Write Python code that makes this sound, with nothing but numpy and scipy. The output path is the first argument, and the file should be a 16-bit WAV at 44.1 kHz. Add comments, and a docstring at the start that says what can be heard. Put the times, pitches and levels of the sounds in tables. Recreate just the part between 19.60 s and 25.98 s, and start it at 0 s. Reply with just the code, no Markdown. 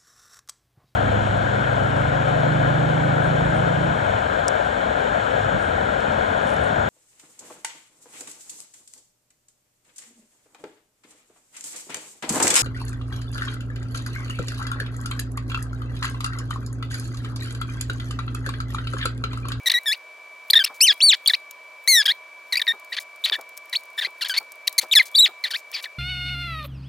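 """A small plastic toy is handled close to the microphone, over room noise and a thin steady whine.
From the start its tight surfaces stick and slip: even slips sing as chirps and gliding squeals,
uneven ones rasp. Rubbing surrounds each cluster of squeaks, and many end in a soft bump.
Loud squeaks come at about 1 s, then small swishes and ticks fall in between. From 3 to 5 s the squeaks
are softer and loose parts tick faintly. Loud squeals return near 5.5 s, and a few weak chirps end it."""
import sys
import numpy as np
from scipy import signal
from scipy.fft import rfft, irfft, next_fast_len
from scipy.io import wavfile
from scipy.ndimage import uniform_filter1d, minimum_filter1d

SR = 44100
rng = np.random.default_rng(int(sys.argv[2]) if len(sys.argv) > 2 else 0)


def dump_mix(stems):
    """Bounce the given channels to the path in sys.argv[1] as a 16-bit WAV at rate SR."""
    frames = np.atleast_2d(stems).T  # one column per channel
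    limited = np.clip(frames, -1, 1)  # hard clip at full scale
    pcm = np.round(limited * 32767).astype(np.int16)
    wavfile.write(sys.argv[1], SR, pcm)


N = 281523

# how strongly the plastic body passes on each frequency of a slip: f/Hz, level/dB
BODY_COLOUR = [(500, -18.5), (1000, -21.5), (1400, -20), (1850, -9.5), (2600, -11.5), (3500, -7),
               (4500, -7.5), (5400, -22), (6500, -25.5), (8500, -30), (10500, -22), (12000, -30.5),
               (14000, -22.5), (16000, -42)]
# the hiss of sliding surfaces: f/Hz, level/dB
HISS_COLOUR = [(400, -47), (4500, -8), (16000, -13.5)]
# long squeaks: lowest tone boost/dB, overtone boost/dB, step from one tone to the next/dB,
# and a curve of (t/s, f/Hz, level/dB)
LONG_SQUEAKS = [ (-4, 3, -0.5, [(0.261, 1787, -28.5), (0.269, 1860, -22.5), (0.283, 1696, -20),
                (0.313, 1717, -22), (0.327, 2050, -19), (0.34, 2940, -26.5)]),
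                (-11, 9, -7.5, [(1.208, 2119, -20.5), (1.212, 2446, -10), (1.236, 2975, -6),
                (1.256, 3129, -16), (1.272, 2530, -17.5), (1.286, 1961, -11), (1.302, 1700, -13.5),
                (1.315, 1625, -14)]), (-5, -19, -3.5, [(1.407, 2600, -20), (1.417, 3520, -19),
                (1.427, 4480, -13), (1.451, 4620, -12.5), (1.483, 4380, -14), (1.499, 3778, -4),
                (1.511, 3200, -16.5), (1.527, 2157, -17), (1.537, 1570, -10.5)]),
                (3, 12, -2.1, [(2.278, 1980, -17), (2.284, 2155, -8.5), (2.286, 2236, -11),
                (2.296, 2214, -11.5), (2.352, 1955, -10.5), (2.419, 1638, -18.5)]),
                (2, 2.5, -2, [(5.355, 2157, -11), (5.359, 2006, -7.5), (5.373, 1732, -8.5),
                (5.387, 1701, -2.5)]), (21, -1, -2.5, [(5.393, 2466, -17.5), (5.401, 2036, -12),
                (5.409, 2140, -11), (5.417, 1697, -25)]), (1.5, -7, -3.5, [(5.546, 3404, -36.5),
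                (5.552, 3440, -10.5), (5.566, 4710, -18.5), (5.578, 4650, -15.5), (5.588, 3717, -9.5),
                (5.596, 3664, 3), (5.616, 4027, -14.5), (5.648, 3764, -11), (5.658, 3142, -17.5),
                (5.664, 1770, -15)])]
TOP_HZ = 16100  # upper limit of the treble
# pressed harder than usual, a squeak's lowest tone gives way to its overtones
USUAL_DB, THINNING_PER_DB = -22, 0.85


def amp(db):
    """Turns decibels into a factor to multiply by."""
    return 10 ** (np.asarray(db) / 20)


def unit(x):
    """Scales a signal to an average (rms) size of 1."""
    return x / np.sqrt(np.mean(x ** 2) + 1e-20)


def read(points, hz):
    """Reads a table at hz, joining its points by straight lines on a scale of octaves."""
    f, value = np.transpose(points)
    return np.interp(np.log(hz + 1), np.log(f + 1), value)


def add(mix, start, sound):
    """Mixes a sound in at a start time in seconds."""
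    part = mix[max(round(start * SR), 0):][:len(sound)]
    part += sound[:len(part)]


def colour(x, points):
    """Makes each frequency louder or softer by a table of f/Hz, level/dB."""
    size = next_fast_len(len(x) + 1024)
    gain = amp(read(points, np.fft.rfftfreq(size, 1 / SR)))
    return irfft(rfft(x, size) * gain, size)[:len(x)]


def wander(count, hz):
    """A smooth random wobble of size about 1, mostly slower than hz."""
    slow = signal.sosfilt(signal.butter(2, hz, fs=SR, output="sos"), rng.standard_normal(count + 4096))
    return unit(slow)[-count:]


def fade(t, rise, fall):
    """A soft start and end, with rise and fall in seconds."""
    fade_in = np.sin(np.pi / 2 * np.clip(t / rise, 0, 1))
    fade_out = np.sin(np.pi / 2 * np.clip((t[-1] - t) / fall, 0, 1))
    return fade_in * fade_out


def room_noise(level_db=-50.5, drone_width_hz=16):
    """Soft noise from all around, with a few faint drones in it."""
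    # the colour of the room noise: f/Hz, level/dB
    air_colour = [(65, -88.5), (110, -55.5), (130, -44.5), (633, -10.5), (848, -19), (1000, -11.5),
                  (1370, -20), (1550, -15), (2080, -22.5), (2260, -4.5), (2610, -20.5), (16000, -40)]
    # narrow bands of noise: f/Hz, level/dB
    drones = [(629.8, -63.5), (1001, -59.5), (1157, -62)]
    # how alike left and right are: f/Hz, likeness/0-1
    likeness = [(200, 0.71), (800, 0.94), (12000, .2)]
    hz, t = np.fft.rfftfreq(N, 1 / SR), np.arange(N) / SR
    spectrum = rfft(rng.standard_normal((2, N))) * amp(read(air_colour, hz))
    air = amp(level_db) * unit(irfft(spectrum, N))
    for f, db in drones:
        swirl = np.array([wander(N, drone_width_hz) + 1j * wander(N, drone_width_hz) for _ in air])
        air += amp(db) * unit((swirl * np.exp(2j * np.pi * f * t)).real)
    left, other = rfft(air)
    same = read(likeness, hz)
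    right = same * left + np.sqrt(1 - same ** 2) * other
    return irfft(np.array([left, right]), N)


def whine(hz=2308, level_db=-46.5, waver_hz=0.99):
    """One thin, steady tone whose pitch barely wavers."""
    pitch = hz + waver_hz * wander(N, 5.0)
    return amp(level_db) * unit(np.sin(2 * np.pi * np.cumsum(pitch) / SR))


def rustle(squeaks, gain_db=-36, spread_s=0.098, grain_db=9.0):
    """Fine grainy rubbing that starts just before each cluster of squeaks and outlasts it."""
    # the bright colour of rubbing: f/Hz, level/dB
    rub_colour = [(600, -43.5), (10000, -2)]
    window = np.hanning(round(2 * spread_s * SR))
    effort = signal.fftconvolve(np.sqrt(np.abs(squeaks)), window / window.sum(), "same")
    grains = rng.standard_normal(N) * amp(grain_db * wander(N, 300) + 2 * wander(N, 20))
    return amp(gain_db) * effort * unit(colour(grains, rub_colour))


def stick_slip(t, hz, level_db, rough, base_db, edge_db, step_db, jitter, waver, grit, hiss_db, fall_s):
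    """Repeated slips make tones at 1, 2, 3... times the pitch; a rough contact adds wobble and noise."""
    count = len(t)
    rough = .5 * np.tanh(2 * rough)  # even the roughest contact keeps its pitch
    pitch = hz * (1 + jitter * rough * wander(count, 600) + waver * wander(count, 200))
    cycles = np.cumsum(pitch) / SR
    tone = np.zeros(count)
    for k in range(1, 10):
        boost_db = base_db if k == 1 else edge_db * (k > 2)
        tone_db = read(BODY_COLOUR, k * hz) - 2 * np.log2(k) + step_db * k + boost_db
        # the higher an overtone, the more the grain of the surface blurs it
        blur = 0.87 * rough * max(k - 2, 0) * wander(count, 400)
        tone += amp(tone_db) * (k * hz < TOP_HZ) * np.cos(2 * np.pi * (k * cycles + rng.random()) + blur)
    tone /= np.sqrt(np.abs(uniform_filter1d(tone ** 2, size=200)) + 1e-12)  # even out the level
    # strong and weak slips take turns when the contact is rough
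    tone *= 1 + 0.53 * rough * np.tanh(wander(count, 100)) * np.cos(np.pi * cycles)
    scrape = unit(colour(colour(rng.standard_normal(count), BODY_COLOUR), BODY_COLOUR))
    hiss = amp(hiss_db) * unit(colour(rng.standard_normal(count), HISS_COLOUR))
    sound = unit(tone + grit * rough * scrape + hiss)
    return amp(level_db + 2 * rough * wander(count, 200)) * sound * fade(t, 0.00057, fall_s)


def chirps(gain_db=-0.53, swell_db=19.5, fade_db=11.5, usual_length_s=0.015, arch_above_hz=2800):
    """Short runs of even slips: each squeak glides along a curve of pitch, swells and fades."""
    # short squeaks: t/s, length/s, f/Hz, glide/octaves, level/dB, place of the peak/0-1,
    # roughness/0-1, overtone boost/dB
    short_squeaks = [(0.059, 0.027, 1910, -0.04, -13.5, 0.55, 0.25, 6.5),
                     (0.098, 0.0099, 1948, -0.73, -11.5, 0.3, 0.4, -6),
                     (0.115, 0.0086, 1950, -0.4, -13.5, .45, 0.3, 6.5),
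                     (0.139, .049, 1904, .02, -15, 0.23, 0, -1.5),
                     (0.9, 0.011, 4174, 0.69, -8.5, 0.56, 0.17, 2),
                     (0.933, .013, 1754, -.42, -6.5, .12, 0, -6),
                     (.954, 0.028, 1794, 0, -5.5, .4, 0.1, -9.5),
                     (.991, .036, 1582, -.24, -13.5, .05, .05, -9),
                     (1.039, 0.013, 2465, 0.31, -12.5, 0.7, 0.77, 1),
                     (1.66, 0.0078, 3390, -0.029, -13, .15, .05, -13),
                     (1.675, 0.011, 4544, -.28, -2.5, 0.11, 0.09, -9.5),
                     (1.696, .017, 1823, -.45, -13, .2, .09, -4),
                     (1.735, 0.018, 2054, 0.57, -12, 0.1, 0.4, -12.5),
                     (2.455, .017, 1676, 0.34, -13.5, 0.4, 0.4, 1.5),
                     (2.479, 0.042, 1715, 0.44, -13, 0.3, 0.26, -9),
                     (2.924, 0.025, 1947, -.15, -17, 0.2, 0.33, 1.5),
                     (2.955, 0.0093, 2007, -0.33, -15.5, 0.2, .12, -5),
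                     (2.97, 0.014, 2357, 0.175, -15, .25, 0.2, 1),
                     (2.995, 0.012, 1870, -0.525, -20, .1, 0, -2),
                     (3.016, 0.0091, 1867, -0.26, -15, 0.3, 0.53, -3),
                     (3.068, 0.0057, 1866, -0.54, -19.5, 0, 0, -17),
                     (3.077, 0.045, 1813, -.03, -14.5, 0.19, .05, -7),
                     (3.321, 0.01, 1900, .1, -23.5, 0.5, 0, 1.5),
                     (3.381, 0.0098, 1714, .3, -20.5, 0.64, 0.23, -16),
                     (3.639, 0.022, 3990, -0.15, -15, 0.48, 0.2, 0),
                     (3.721, 0.027, 1702, -.05, -17, 0.2, 0.49, -11),
                     (3.751, 0.016, 1775, -.2, -24.5, 0.3, 0, -11),
                     (4.127, .019, 1957, -0.13, -21.5, 0.36, .45, 1),
                     (4.148, 0.023, 3785, 1.21, -16.5, 0.57, 0.08, -8),
                     (4.378, 0.023, 1740, .03, -19.5, 0.63, 0.37, -1),
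                     (4.411, 0.033, 1683, -0.4, -23, 0.3, 0.4, -10),
                     (4.448, 0.017, 2080, .3, -17.5, 0.01, 0, -6.5),
                     (4.61, .028, 1485, -0.59, -21, 0.47, 0.5, 3),
                     (4.643, 0.0086, 1615, 0.069, -20.5, 0.9, 0.5, 0.5),
                     (4.696, 0.036, 1532, -.15, -21, 0.02, 0.08, 2),
                     (4.77, 0.018, 2175, 0.13, -14, 0.6, 0.34, 1.5),
                     (5.072, .011, 2148, -.6, -12.5, 0.65, 0.57, 6.5),
                     (5.18, .018, 2075, -.05, -10.5, 0.4, 0.42, 12),
                     (5.313, 0.028, 3710, -0.63, -12, 0.53, 0.08, -3),
                     (5.839, 0.024, 1880, -0.36, -17.5, 0.1, 0.37, -4.5),
                     (5.905, .025, 1523, -0.54, -26, 0.38, 0.56, 9),
                     (5.935, 0.032, 1787, 0.79, -21.5, 0.45, 0.42, -7),
                     (6.138, .03, 2302, -.2, -25, 0.4, 0.88, -8),
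                     (6.255, 0.016, 1788, -0.31, -29, 0, 0.22, -9)]
    out = np.zeros(N)
    for start, length, hz, glide, peak_db, peak_at, rough, edge_db in short_squeaks:
        t = np.arange(0, length + 0.0016, 1 / SR)
        progress = np.minimum(t / length, 1)
        # low squeaks sag in the middle, more if they glide far; high ones arch, more if they last long
        bend = 0.071 + .17 * abs(glide) if hz < arch_above_hz else -16 * length
        pitch = hz * 2 ** (glide * (progress - .5) + bend * (2 * progress - 1) ** 2)
        drop_db = np.maximum(swell_db * (peak_at - progress), fade_db * (progress - peak_at))
        level_db = peak_db - drop_db * (usual_length_s / length) ** 0.2  # longer ones hold steadier
        # pressure and roughness both weaken the lowest tone
        base_db = 3 - THINNING_PER_DB * (level_db - USUAL_DB) - 17 * rough
        squeak = stick_slip(t, pitch, level_db, rough, base_db, edge_db, step_db=-0.55,
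                            jitter=0.12, waver=0.0072, grit=.33, hiss_db=-38, fall_s=0.0019)
        add(out, start, squeak)
    return amp(gain_db) * out


def knocks(rows, spectrum, rise_s, decay_s, gain_db):
    """Blows that do not ring: each is a puff of noise that falls by 60 dB in decay_s."""
    out, t = np.zeros(N), np.arange(0, .15, 1 / SR)
    for start, db in rows:
        puff = unit(colour(rng.standard_normal(len(t)), spectrum))
        add(out, start, puff * amp(db + gain_db - 60 * t / decay_s) * np.minimum(t / rise_s, 1))
    return out


def bumps():
    """Soft, low knocks that follow the squeaks."""
    # soft blows: t/s, level/dB
    blows = [(0.091, -48), (1.096, -34), (1.313, -41.5), (3.133, -36), (3.712, -35), (3.784, -33.5),
             (4.468, -40), (4.804, -39.5), (5.229, -32), (5.681, -35)]
    # their dull colour: f/Hz, level/dB
    bump_colour = [(60, -40), (350, -1), (800, 4.5), (1300, 1.5), (2500, -22), (6000, -56)]
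    return knocks(blows, bump_colour, rise_s=0.0047, decay_s=0.11, gain_db=-0.5)


def breakups(length_s=0.016, drop_db=13.5, cap_db=-25):
    """Each long squeak breaks up into a rasp at its end; gives rows of t/s, length/s, level/dB."""
    ends = [curve[-1] for *_, curve in LONG_SQUEAKS]
    return [(end, length_s, min(db - drop_db, cap_db)) for end, _, db in ends]


def rasps(slip_hz=850, uneven=0.39, hiss=0.19, sag_db=6):
    """Slower, uneven slips that ring the body and weaken as the stroke runs out."""
    # strokes of uneven slipping: t/s, length/s, end level/dB
    strokes = [(0.126, 0.015, -38), (1.06, 0.022, -34.5), (1.689, 0.0061, -30.5), (3.328, 0.026, -34.5),
               (3.366, 0.023, -32), (3.657, 0.012, -27), (3.67, 0.022, -33), (3.697, 0.0035, -22.5),
               (3.737, 0.022, -33), (4.422, 0.051, -36), (4.656, 0.022, -33.5), (4.739, 0.022, -30.5),
               (4.763, 0.012, -29.5), (5.212, 0.026, -40), (5.862, 0.025, -36.5), (6.128, 0.039, -44.5),
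               (6.163, 0.044, -37.5), (6.24, 0.011, -33)]
    out = np.zeros(N)
    soften = signal.butter(2, [1000, 7000], "bandpass", fs=SR, output="sos")
    for start, length, level_db in strokes + breakups():
        t = np.arange(0, length, 1 / SR)
        cycles = np.cumsum(slip_hz * np.exp(uneven * wander(len(t), 500))) / SR
        slips = np.diff(np.floor(cycles), prepend=0)  # one click per cycle
        ringing = colour(slips + hiss * rng.standard_normal(len(t)), BODY_COLOUR)
        sound = unit(signal.sosfilt(soften, ringing))
        add(out, start, amp(level_db + sag_db * (1 - t / length)) * sound * fade(t, 0.00073, 0.0014))
    return out


def squeals(gain_db=0.5, lead_s=.0025, tail_s=0.0018, bite_db=0.5, bite_s=0.0042, dulling_db=3.5):
    """Long squeaks, whose pitch follows the speed of sliding and whose colour follows the pressure."""
    out = np.zeros(N)
    for base_db, edge_db, step_db, curve in LONG_SQUEAKS:
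        times, *columns = np.transpose(curve)
        start = times[0] - lead_s
        t = np.arange(0, times[-1] - start + tail_s, 1 / SR)
        hz, level_db = [uniform_filter1d(np.interp(t + start, times, column), size=200, mode="nearest")
                        for column in columns]
        # the contact is rougher the faster its speed changes
        glide_rate = np.abs(np.gradient(np.log(hz), t))
        rough = np.minimum(0.029 + 0.0026 * glide_rate, .5)
        level_db += wander(len(t), 130)  # flutters by about 1 dB as the grip shifts
        press_db = level_db - USUAL_DB
        base_db -= THINNING_PER_DB * press_db
        # brighter when louder and at the first bite, duller as the stroke runs out
        step_db += 0.1252 * press_db + bite_db * np.exp(-t / bite_s) - dulling_db * (t / t[-1]) ** 3
        squeak = stick_slip(t, hz, level_db, rough, base_db, edge_db, step_db,
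                            jitter=.08, waver=.003, grit=.22, hiss_db=-44, fall_s=2 * tail_s)
        add(out, start, squeak)
    return amp(gain_db) * out


def swishes(gain_db=-9, grain_db=3, length_s=0.044):
    """The grainy hiss of surfaces that slide without sticking."""
    # smooth slides: t/s, level/dB
    slides = [(1.141, -38), (1.713, -30), (3.3967, -29.5), (3.726, -53), (4.176, -41.5), (4.4044, -36),
              (4.6816, -21.5), (5.2125, -26.5), (5.4524, -28.5), (5.9694, -32), (6.224, -30.5)]
    out, t = np.zeros(N), np.arange(0, length_s, 1 / SR)
    for start, db in slides:
        grains = rng.standard_normal(len(t)) * amp(grain_db * wander(len(t), 400))
        add(out, start, amp(db + gain_db) * unit(colour(grains, HISS_COLOUR)) * fade(t, 0.0034, 0.066))
    return out


def ticks(faint_from_s=2.9, faint_until_s=5.1, faint_per_s=14):
    """Small sharp ticks, plus faint random ones as loose parts touch while being put together."""
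    # sharp taps: t/s, level/dB
    taps = [(1.3284, -25.5), (1.6534, -33.5), (1.9096, -23.5), (3.246, -33.5), (3.8107, -26.5),
            (3.9749, -20.5), (4.9192, -27), (5.1267, -23), (5.8284, -44), (6.1155, -25.5)]
    # their bright colour: f/Hz, level/dB
    tick_colour = [(300, -70.5), (2500, -18), (4500, -13), (16000, -11)]
    span = faint_until_s - faint_from_s
    chance = rng.random((round(faint_per_s * span), 2))
    faint = [(faint_from_s + span * when, -41 - 4.5 * np.log(1 - .95 * size)) for when, size in chance]
    return knocks(taps + faint, tick_colour, rise_s=0.00097, decay_s=0.019, gain_db=-5.5)


def microphones(x):
    """Left and right hear a near sound with a small gap in level and timing."""
    # how much louder the left is: f/Hz, level/dB
    left_louder = [(500, 4), (4000, 1.5), (9000, 5.5)]
    # how far the left wave runs ahead: f/Hz, phase/radians
    left_leads = [(2000, 0.12), (4500, 0.25), (9000, .5)]
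    hz = np.fft.rfftfreq(N, 1 / SR)
    half_gap = amp(read(left_louder, hz) / 2) * np.exp(.5j * read(left_leads, hz))
    return irfft(rfft(x) * np.array([half_gap, 1 / half_gap]), N)


def echoes(x, near_db=-27, near_decay_s=0.11, far_db=-39, far_decay_s=0.39):
    """Sound bounces faintly off hands and floor, then leaves a fainter tail in the room."""
    t = np.arange(SR // 3) / SR
    bounces = rng.standard_normal((2, len(t))) * (t > .002)
    near = bounces * amp(-60 * t / near_decay_s)
    far = bounces * amp(-60 * t / far_decay_s)
    echo = amp(near_db) * near / np.linalg.norm(near[0]) + amp(far_db) * far / np.linalg.norm(far[0])
    return signal.fftconvolve(x[None], echo, axes=1)[:, :N]


def scene():
    """The toy close by, its echoes and the room behind it, in stereo."""
    contacts = ticks() + bumps()
    squeaks = chirps() + squeals() + rasps()
    toy = squeaks + rustle(squeaks) + swishes() + contacts
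    return microphones(toy) + echoes(toy) + room_noise() + whine()


def record(dry, ceiling=.8, overload_db=-7.0, left_thud_db=-12, right_thud_db=-28):
    """A limiter turns peaks down; the loudest overload the microphones lopsidedly with a faint thud."""
    allowed_gain = np.minimum(1, ceiling / (np.abs(dry).max(0) + 1e-9))
    held = dry * uniform_filter1d(minimum_filter1d(allowed_gain, size=200), size=200)
    overload = np.maximum(np.abs(held) - amp(overload_db), 0)
    thud = signal.sosfilt(signal.butter(1, [25, 140], "bandpass", fs=SR, output="sos"), overload)
    heard = held + amp([[left_thud_db], [right_thud_db]]) * thud
    treble_cut = signal.firwin(255, TOP_HZ, window=("kaiser", 8), fs=SR)
    return signal.oaconvolve(heard, treble_cut[None], "same")


dry = scene()
out = record(dry)
dump_mix(out)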